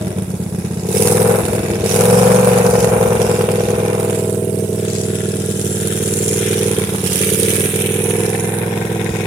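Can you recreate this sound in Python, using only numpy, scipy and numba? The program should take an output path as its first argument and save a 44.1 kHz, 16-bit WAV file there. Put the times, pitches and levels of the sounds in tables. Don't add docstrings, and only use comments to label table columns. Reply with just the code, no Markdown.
import sys
import numpy as np
from scipy import signal
from scipy.fft import rfft, irfft, next_fast_len
from scipy.io import wavfile
from scipy.ndimage import uniform_filter1d
from numba import njit

SR = 44100
rng = np.random.default_rng(int(sys.argv[2]) if len(sys.argv) > 2 else 0)


def generate_wav(signal):
    frames = np.transpose(np.atleast_2d(signal))
    scaled = np.clip(frames, -1, 1) * 32767
    pcm = np.round(scaled).astype(np.int16)
    wavfile.write(sys.argv[1], SR, pcm)


N = 408366
TIME = np.arange(N) / SR

IDLE_RPM, CRUISE_RPM, CRUISE_EFFORT_DB = 1950, 2400, -20
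SECOND_CYLINDER = 270 / 720

# (start [s], length [s], burble level [dB])
OVERRUNS = [(-.05, 0.244, -29.5), (1.374, 0.484, -26.5)]
# (frequency [Hz], relative gain [dB])
CLATTER_COLOUR = [(900, -14), (1300, 0.5), (1550, 3), (1950, -0.5), (2350, 4.5), (3000, -1), (3700, -2),
                  (4400, -12), (6000, -57)]


def from_db(db):
    return 10 ** (np.asarray(db) / 20)


def in_time(rows):
    s, *columns = np.transpose(rows)
    return [np.interp(TIME, s, c) for c in columns]


def ramp(start_s, length_s):
    return np.clip((TIME - start_s) / length_s, 0, 1)


def swell(start_s, length_s, edge_s):
    return ramp(start_s, edge_s) - ramp(start_s + length_s, edge_s)


def wandering(count):
    return np.interp(TIME, np.linspace(0, TIME[-1], count), rng.standard_normal(count))


def gain_at(points):
    hz, db = np.transpose(points)
    bins = np.fft.rfftfreq(next_fast_len(N), 1 / SR) + 1
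    return from_db(np.interp(np.log(bins), np.log(hz), db))


def coloured(x, gain):
    size = next_fast_len(N)
    return irfft(rfft(x, size) * gain, size)[..., :N]


def cut(x, hz, kind, order):
    return signal.sosfilt(signal.butter(order, hz, kind, fs=SR, output="sos"), x + 1e-18)


def evened(x):
    power = np.atleast_2d(x).mean(axis=0) ** 2
    for size in (SR // 5, SR // 8):
        power = uniform_filter1d(power, size)
    return x / np.sqrt(np.abs(power) + 1e-20)


def panned(x, db):
    gains = from_db(np.array([db, -db]) / 2)
    return x * gains / gains.mean(axis=0)


@njit
def resonance(x, hz, width):
    r, y = np.exp(-np.pi * width / SR), np.zeros(len(x))
    for i in range(2, len(x)):
        drive = (1 - r * r) / 2 * (x[i] - x[i - 2])
        y[i] = drive + 2 * r * np.cos(2 * np.pi * hz[i] / SR) * y[i - 1] - r * r * y[i - 2]
    return y


def narrow(x, hz, width_hz):
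    for _ in range(2):
        x = resonance(x, np.full(N, float(hz)), float(width_hz))
    return x


def duct(x, modes, stretch, sign, tilt_db):
    centre = np.mean([hz for hz, width, db in modes])
    total = 0
    for k, (hz, width, db) in enumerate(modes):
        gain = from_db(db + tilt_db * np.log2(hz / centre))
        total = total + sign ** k * gain * resonance(x, hz * stretch, float(width))
    return total


def clicks(at, sizes):
    return np.bincount(at, sizes, N)


def at_phase(phase, at, delay):
    return np.minimum(np.searchsorted(phase, phase[at] + delay), N - 1)


def gritty(flow, grit_db):
    step = SR // 1000
    grains = np.interp(np.arange(N) / step, np.arange(N // step + 2), rng.standard_normal(N // step + 2))
    return flow * from_db(grit_db * grains) * rng.standard_normal((2, N))


def diffuse_noise():
    return rng.standard_normal(N) + 0.28 * rng.standard_normal((2, N))


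def rumble(level_db=-46):
    # (frequency [Hz], relative gain [dB])
    rumble_colour = [(18, -16), (30, 9), (45, 7), (70, -20), (120, -42), (280, 15), (600, -44)]
    low = cut(coloured(diffuse_noise(), gain_at(rumble_colour)), 1060, "low", order=2)
    return from_db(level_db) * evened(low)


def fan_roar(effort_db, base_db=-34, load_share=0.021):
    air = cut(cut(diffuse_noise(), 286, "high", order=2), 357, "low", order=3)
    return from_db(base_db + load_share * (effort_db - CRUISE_EFFORT_DB)) * evened(air)


def ticks(ring_s=0.0084, level_db=-8):
    # (time [s], level before the common level_db [dB], low edge [Hz])
    bursts = [(.8885, -4, 5000), (.9475, -12, 5000), (1.073, 6, 4500), (2.8062, -3, 900), (3.0282, -7, 900),
              (3.2172, -3, 800), (3.8811, -9.5, 4000), (5.614, 1, 5000), (6.227, -2, 4000),
              (7.2354, -18, 900), (7.346, -8, 1300), (7.4094, -4, 3010), (7.4494, -4, 700),
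              (7.6061, -3, 1300), (7.657, -4, 1300), (8.106, -11, 3000), (8.586, -8, 1200),
              (8.8511, -19, 1200), (9.1873, -12, 1200)]
    t = TIME[:SR // 20]
    out = np.zeros((2, N + len(t)))
    for s, db, low_hz in bursts:
        burst = from_db(db + level_db - 60 * t / ring_s) * rng.standard_normal((2, len(t)))
        start = int(s * SR)
        out[:, start:start + len(t)] += cut(burst, low_hz, "high", order=2)
    return cut(out[:, :N], 10000, "low", order=2)


def nearby_echoes(x, strength, wander=0.0678):
    out = x.copy()
    for ear in range(2):
        for path_s in rng.uniform(.0005, .004, 3):
            sway = wandering(count=16)
            out[ear] += strength * np.interp(TIME - path_s * (1 + wander * sway), TIME, x[ear])
    return out


def eddies(x, strength=0.51, path_s=0.000349, spread_s=.00009):
    out = x.copy()
    for ear in range(2):
        delay_s = path_s + spread_s * wandering(count=800)
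        out[ear] += strength * np.interp(TIME - delay_s, TIME, x[ear])
    return out


def band_swells(x, edge_s=0.14):
    # (start [s], length to the start of the return [s], first centre [Hz], last centre [Hz],
    #  width [Hz], band gain [dB])
    passing_gains = [(0.19, 2.7, 3040, 3500, 690, -5.5), (1.52, 0.61, 2000, 4200, 3600, 4),
                     (2.75, 1.22, 2500, 2300, 700, 3), (3.96, 0.43, 7300, 8100, 700, 6.5),
                     (5.4, 0.86, 1000, 1150, 230, -5.5), (4.6, 1.6, 2160, 2230, 690, -4),
                     (4.42, 1.88, 8200, 7100, 510, 5), (4.9, 1.82, 10000, 9600, 530, 6),
                     (5.48, 1.28, 5000, 4800, 950, -4.5), (6.5, 0.5, 910, 1160, 150, 6.5),
                     (6.28, 1.8, 3100, 3370, 950, 4.5), (6.97, 1.1, 6900, 6100, 900, 3),
                     (7.56, 1.62, 4900, 4300, 1200, -8), (8.25, 1.1, 1170, 1280, 160, -12),
                     (7.9, 0.96, 1760, 1530, 210, 3.5), (7.91, .7, 10100, 10800, 1020, 6.5),
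                     (5.1, 1.55, 1900, 3300, 1500, -2), (8.55, .8, 7500, 11000, 12000, -4.5)]
    for s, length_s, from_hz, to_hz, width_hz, db in passing_gains:
        hz = from_hz + (to_hz - from_hz) * ramp(s, length_s + edge_s)
        band = np.array([resonance(ear, hz, float(width_hz)) for ear in x])
        x = x + (from_db(db * swell(s, length_s, edge_s)) - 1) * band
    return x


def jet(flow, colour, level_db, pan_db, grit_db):
    noise = nearby_echoes(coloured(gritty(flow, grit_db), colour), strength=.5)
    return from_db(level_db) * evened(panned(noise, pan_db))


def whistle(flow, width_hz=210):
    # (time [s], band centre before the random wander [Hz])
    whistle_centres = [(0, 10500), (.6, 10500), (1.1, 9300), (3, 9350), (5.5, 10050), (6.3, 9660),
                       (7.5, 9950), (8.6, 9540), (9.26, 10400)]
    wander_hz = 148
    hz = in_time(whistle_centres)[0] + wander_hz * wandering(count=40)
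    ears = []
    for ear in gritty(flow, grit_db=-3.0):
        band = resonance(ear, hz, float(width_hz))
        ears.append(resonance(band, hz, 4.6 * width_hz))
    return np.array(ears)


def valve_clacks(phase, at, ring_s=0.02, scatter_db=4.5):
    delay_cycles = .078
    t = TIME[:SR // 20]
    ringing = rng.standard_normal((2, len(t))) * from_db(-60 * t / ring_s)
    sizes = from_db(scatter_db * rng.standard_normal(len(at)))
    blows = clicks(at_phase(phase, at, delay_cycles), sizes)
    clacks = signal.fftconvolve(blows[None], ringing, axes=1)[:, :N]
    return coloured(clacks, gain_at(CLATTER_COLOUR))


def hood(at, strength_db, flow, ring_s=0.15, lag_s=.004, buzz_db=3.0, panel_db=-7):
    # (frequency [Hz], relative gain [dB])
    hood_colour = [(400, -10.5), (540, 4.5), (650, -0.5), (730, -1.5), (810, -4.5), (930, -4.5),
                   (1050, -5.5), (1200, -10), (1500, -9.5), (2000, -22), (2400, -17), (3000, -52)]
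    panel_hz, panel_width_hz = 813, 71
    t = TIME[:SR // 10]
    panels = rng.standard_normal((2, len(t))) * from_db(-60 * t / ring_s)
    shake = np.interp(TIME - lag_s, TIME, clicks(at, from_db(strength_db / 2)))
    ringing = evened(signal.fftconvolve(shake[None], panels, axes=1)[:, :N])
    buzz = from_db(buzz_db) * evened(gritty(flow, grit_db=4.0))
    crowd = evened(coloured(ringing + buzz, gain_at(hood_colour)))
    return crowd + from_db(panel_db) * evened(narrow(shake, panel_hz, panel_width_hz))


def engine_bay(phase, at, strength_db, flow, knocks, rpm, effort_db, throttle_db, seated, clatter_pan_db,
               hiss_pan_db):
    # (frequency [Hz], relative gain [dB])
    hiss_colour = [(3000, -2), (4400, -2), (5200, 2), (6500, 3.5), (7600, 6), (8600, -5), (10000, -38),
                   (12000, -39)]
    sizzle_colour = [(6500, -37), (8200, -4), (9300, -1), (10100, -2.5), (11200, -6), (13000, -11.5),
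                     (14500, -10), (16000, -20.5)]
    # (frequency [Hz], left minus right [dB])
    hiss_sides = [(4000, 2), (6000, 4), (7500, 7), (9000, -1), (10300, -10), (12000, -2), (16000, 3.5)]
    extra_rpm = rpm - CRUISE_RPM
    covered = seated - ramp(6.83, 3.4)
    drive_s, rise_s, hold_s, fall_s = 6.56, 0.37, 0.079, 0.26
    straining = ramp(drive_s, rise_s) - ramp(drive_s + rise_s + hold_s, fall_s)

    hood_db = -30 + 0.33 * (effort_db - CRUISE_EFFORT_DB) + 0.041 * np.clip(extra_rpm, -200, 180)
    hood_db = hood_db - 4 * seated - 7 * covered + 13.5 * straining
    waver_db = 2.5
    clatter_db = -42 + 0.4 * throttle_db + 0.014 * extra_rpm + 0.43 * clatter_pan_db
    clatter_db = clatter_db - 3.5 * covered + waver_db * wandering(count=70)
    hiss_db = -43 + 0.86 * throttle_db + hiss_pan_db - hiss_pan_db.mean()
    hiss_db = hiss_db + waver_db * wandering(count=70)
    sizzle_db = -41 + throttle_db

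    rattle = from_db(hood_db) * evened(hood(at, strength_db, knocks) * from_db([[1.5], [-1.5]]))
    clatter = jet(knocks, gain_at(CLATTER_COLOUR), clatter_db, clatter_pan_db, grit_db=1.2)
    clacks = from_db(clatter_db - 7.5) * evened(panned(valve_clacks(phase, at), clatter_pan_db))
    sides = np.sqrt(gain_at(hiss_sides))
    ears = np.array([sides, 1 / sides]) / np.hypot(sides, 1 / sides)
    hiss = jet(flow, gain_at(hiss_colour) * ears, hiss_db, hiss_pan_db, grit_db=1.7)
    sizzle = jet(flow, gain_at(sizzle_colour) * ears, sizzle_db, hiss_pan_db, grit_db=1.2)
    whistling = from_db(sizzle_db - 11.0) * evened(panned(whistle(flow), hiss_pan_db - 7))
    breath = from_db(-0.72) * eddies(hiss + sizzle)
    return cut(band_swells(rattle + clatter + clacks + breath + whistling), 155, "high", order=2)


def throttle():
    openings = [(0.854, 0.11, 0.11, 0.82, 19), (1.8, 0.1, 0.15, 2.73, 15.5), (3.8, 0.2, 0, 2.1, 8),
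                (4.9, 1.24, 0.067, 5.6, 12), (6.8, 0.35, 0.41, 1.24, 19)]
    rises = []
    for s, opening_s, held_s, closing_s, db in openings:
        rises.append(db * (ramp(s, opening_s) - ramp(s + opening_s + held_s, closing_s)))
    return np.max(rises, axis=0)


def roughness(rpm, edge_s=0.047):
    slow = np.clip((CRUISE_RPM - rpm) / (CRUISE_RPM - IDLE_RPM), 0, 1)
    overrun = sum(swell(s, length_s, edge_s) for s, length_s, db in OVERRUNS)
    scatter_db = 0.6 + 4 * slow + 3 * overrun
    turbulence_db = -14 + 8.5 * overrun
    return scatter_db, turbulence_db


def firings(phase, scatter_db, second_db):
    # (time [s], count, change of strength [dB], relative gulp level [dB])
    misfires = [(.125, 6, -7, -30), (1.43, 1, -2, -20), (1.495, 4, -5, -21.5), (2.62, 1, -8, -36),
                (2.71, 7, -5.5, -22), (3.36, 2, -7, -29), (3.655, 2, -6, -24), (4.68, 1, -12, -34),
                (6.77, 2, -6, -33), (7.71, 1, -10, -40), (8.87, 1, -7, -38), (9.11, 1, -11, -21)]
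    turns = (np.arange(int(phase[-1]) + 1)[:, None] + [0, SECOND_CYLINDER]).ravel()
    turns = turns[(turns > phase[0]) & (turns < phase[-1])]
    at = np.searchsorted(phase, turns)
    strength_db = scatter_db[at] * rng.standard_normal(len(at)) + second_db * (turns % 1 > 0)
    gulps = np.zeros(N)
    for s, count, loss_db, gulp_db in misfires:
        weak = np.abs(TIME[at] - s).argmin() + 4 * np.arange(count)
        strength_db[weak] += loss_db
        gulps[at[weak]] = from_db(gulp_db)
    return at, strength_db, gulps


def gas_flow(phase, at, strength_db, scatter_db, steady_db, choke_share, second_db=1.5):
    # (delay [cycles], width [cycles], relative level [dB])
    puffs = [(.103, .024, 1), (.18, .011, -1.5), (.285, .065, -4.5)]
    # (delay [cycles], width [cycles], depth before choke_share [dB])
    chokes = [(.052, .022, -5), (.15, .013, -10), (.208, .013, -9)]
    grid = np.arange(0, phase[-1] + 1, 1 / 512)

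    def bells(delay, width, sizes):
        starts = np.bincount(np.searchsorted(grid, phase[at] + delay), sizes, len(grid))
        bell = np.exp(-(np.arange(-128, 129) / 512 / width) ** 2)
        return np.interp(phase, grid, np.convolve(starts, bell, "same"))

    second = phase[at] % 1 > SECOND_CYLINDER / 2
    puff_db = strength_db / 2 + second_db * second
    power = from_db(steady_db) ** 2
    for delay, width, db in puffs:
        sizes_db = db + puff_db + scatter_db * rng.standard_normal(len(at))
        power = power + bells(delay, width, from_db(sizes_db) ** 2)
    choke_db = sum(bells(delay, width, db * np.minimum(from_db(strength_db), 1))
                   for delay, width, db in chokes)
    return np.sqrt(power) * from_db(choke_share * choke_db)


def intake_honk(pulses, throttle_db):
    # (frequency [Hz], width of each of two passes [Hz], relative level [dB])
    airbox_modes = [(278, 31, 4), (542, 70, 1)]
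    box = sum(from_db(db) * narrow(pulses, hz, width) for hz, width, db in airbox_modes)
    return from_db(-52 + .95 * throttle_db) * evened(box)


def burble(flow, edge_s=0.019):
    # (frequency [Hz], width of each of two passes [Hz], relative level [dB])
    shell_modes = [(340, 67, 7), (522, 79, -3), (615, 120, 2.5), (827, 370, -15.5)]
    level = sum(from_db(db) * swell(s, length_s, edge_s) for s, length_s, db in OVERRUNS)
    churn = flow * rng.standard_normal(N)
    return level * evened(sum(from_db(db) * narrow(churn, hz, width) for hz, width, db in shell_modes))


def growl(phase, at, strength_db, flow, rpm, rasp_db=-3, second_db=7.5, lead_s=0.002995, speed_power=0.31):
    # (frequency [Hz], width [Hz], relative level [dB])
    hood_modes = [(763, 105, -1), (816, 83, 1.5), (872, 140, -5.5)]
    # (time [s], level [dB])
    growl_levels = [(0, -68), (.8, -43), (1.1, -28), (1.5, -49), (2.3, -28), (3, -42), (4, -51), (4.6, -60),
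                    (7.6, -53), (8.1, -35.5), (9.26, -35.5)]
    second = phase[at] % 1 > SECOND_CYLINDER / 2
    knock = np.interp(TIME + lead_s, TIME, clicks(at, from_db(strength_db / 2 + second_db * second)))
    rasp = from_db(rasp_db) * evened(flow * rng.standard_normal(N))
    hood_ring = duct(evened(knock) + rasp, hood_modes, (rpm / CRUISE_RPM) ** speed_power, -1.13, 0)
    hood_ring = cut(cut(hood_ring, 580, "high", order=3), 1080, "low", order=2)
    return from_db(in_time(growl_levels)[0]) * evened(hood_ring)


def panel_drone(pulses):
    # (time [s], upper panel level [dB], lower panel level [dB])
    drone_levels = [(0, -37, -43), (.6, -56, -41), (1.3, -37, -62), (4.1, -32.5, -53), (5.5, -40.5, -56),
                    (6.6, -48.5, -40), (8, -64, -37), (9.26, -55, -33.5)]
    upper, lower = from_db(in_time(drone_levels))
    return upper * evened(narrow(pulses, 629, 47)) + lower * evened(narrow(pulses, 325.4, 22))


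def exhaust(phase, at, strength_db, gulps, flow, rpm, effort_db, throttle_db, turbulence_db):
    # (frequency [Hz], width [Hz], relative level [dB])
    pipe_modes = [(101.3, 32.8, 1), (192.2, 39.1, 4.5), (213.6, 36.6, 0)]
    # (frequency [Hz], width [Hz], relative level [dB])
    chamber_modes = [(312.3, 16.3, -9), (371.6, 36.3, -1), (437.6, 75.2, 3.5), (464.1, 52.2, 3.5)]
    swirl = from_db(turbulence_db) * evened(flow * rng.standard_normal(N))

    boom_knee_db, boom_slope, boom_share = -18.5, 1.36, 0.52
    boom_db = -21.5 + boom_slope * np.logaddexp(0, effort_db - boom_knee_db)
    push = np.interp(TIME + .001, TIME, clicks(at, from_db(boom_share * strength_db)))
    push = evened(push) + .7 * swirl
    pipe_tilt_db = 3 * np.abs(rpm - CRUISE_RPM) / (CRUISE_RPM - IDLE_RPM)
    boom = duct(push, pipe_modes, (rpm / CRUISE_RPM) ** 0.12, -1.057, pipe_tilt_db)
    boom = cut(cut(boom, 82.0, "high", order=3), 246, "low", order=3)

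    suction_delay_cycles, suction_db = .328, -17
    suction = clicks(at_phase(phase, at, suction_delay_cycles), np.full(len(at), from_db(suction_db)))
    bark_lead_s = 0.00635
    front = np.roll(clicks(at, from_db(strength_db)) - suction, -int(bark_lead_s * SR))
    crack = evened(front) + swirl

    cooling_rpm_per_s, warm_rpm, heat_rpm_per_db, heat_knee_db = 182, 2353, 70, -19.5
    cooling = cooling_rpm_per_s * TIME
    hot_rpm = np.maximum.accumulate(rpm + cooling) - cooling
    hot_rpm = np.maximum(hot_rpm, warm_rpm + heat_rpm_per_db * np.maximum(effort_db - heat_knee_db, 0))
    heat_tilt_db = 11 * np.clip((hot_rpm - 2350) / 300, 0, 1.5)
    bark = duct(crack, chamber_modes, (hot_rpm / CRUISE_RPM) ** 0.56, -1.043, heat_tilt_db)
    bark = cut(cut(bark, 155, "high", order=2), 680, "low", order=3)

    gulp_hz, gulp_width_hz = 62.0, 34.0
    gulp = resonance(gulps, np.full(N, gulp_hz), gulp_width_hz) * SR / (np.pi * gulp_width_hz)
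    gulp = from_db(12.0) * cut(cut(gulp, 160, "low", order=2), 104, "high", order=3)
    low = from_db(boom_db) * evened(boom) - gulp
    high = from_db(effort_db) * evened(bark) + panel_drone(crack) + intake_honk(crack, throttle_db)
    return low, high


def scene():
    # (time [s], speed [rpm])
    crank_speed = [(0.0, 2129), (0.39, 1964), (0.81, 1922), (1.08, 2430), (1.32, 2616), (1.5, 2442),
                   (1.83, 2247), (2.07, 2675), (2.36, 2824), (3.04, 2559), (3.55, 2441), (3.86, 2445),
                   (4.91, 2357), (5.05, 2369), (5.83, 2321), (6.5, 2411), (6.74, 2325), (7.09, 2033),
                   (7.46, 2302), (8.31, 2503), (8.61, 2549), (9.26, 2470)]
    # (time [s], level [dB])
    engine_effort = [(0, -35), (.8, -31.5), (.96, -17), (1.31, -14.5), (1.42, -23), (1.8, -23),
                     (1.92, -16.5), (2.15, -12.5), (2.9, -15.5), (5.7, -25), (6.3, -21), (6.7, -18),
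                     (7.0, -26.5), (7.43, -18.5), (7.7, -22.5), (8.22, -18.5), (8.43, -24.5), (9.26, -25.5)]
    # (time [s], bark [dB], clatter [dB], hiss [dB])
    facing = [(0.0, 4, 2, -6), (3.9, 0, -6, -5), (4.5, -4.5, -10, -12), (4.9, -5, 7, -1),
              (6.0, -5.5, 16, -2.5), (7.1, -2.5, 10, -7.5), (8.6, -5, 13, -8), (9.26, -3, 12, -3)]
    rpm, = in_time(crank_speed)
    effort_db, = in_time(engine_effort)
    bark_pan_db, clatter_pan_db, hiss_pan_db = in_time(facing)
    throttle_db = throttle()
    seated = ramp(4.05, 0.43)

    phase = .25 + np.cumsum(rpm / 120) / SR
    scatter_db, turbulence_db = roughness(rpm)
    at, strength_db, gulps = firings(phase, scatter_db, second_db=0.6)
    flow = gas_flow(phase, at, strength_db, scatter_db=2.5, steady_db=-5.5, choke_share=2.7)
    knocks = gas_flow(phase, at, strength_db, scatter_db=2.5, steady_db=-7, choke_share=1.9)

    bay = engine_bay(phase, at, strength_db, flow, knocks, rpm, effort_db, throttle_db, seated,
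                     clatter_pan_db, hiss_pan_db)
    boom, bark = exhaust(phase, at, strength_db, gulps, flow, rpm, effort_db, throttle_db, turbulence_db)
    muffler = bark + growl(phase, at, strength_db, flow, rpm) + burble(flow)
    left, right = boom * from_db([[-.6], [.6]]) + panned(muffler, bark_pan_db)
    lag_leaning_s, lag_seated_s = 0.00019, -0.00014
    left = np.interp(TIME - lag_leaning_s * (1 - seated) - lag_seated_s * seated, TIME, left)
    return np.array([left, right]) + bay + ticks() + fan_roar(effort_db) + rumble()


def record(dry):
    cutoff_hz = 16200
    low_pass = signal.ellip(12, .1, 80, cutoff_hz, fs=SR, output="sos")
    return signal.sosfilt(low_pass, np.clip(dry, -1, 1))


dry = scene()
out = record(dry)
generate_wav(out)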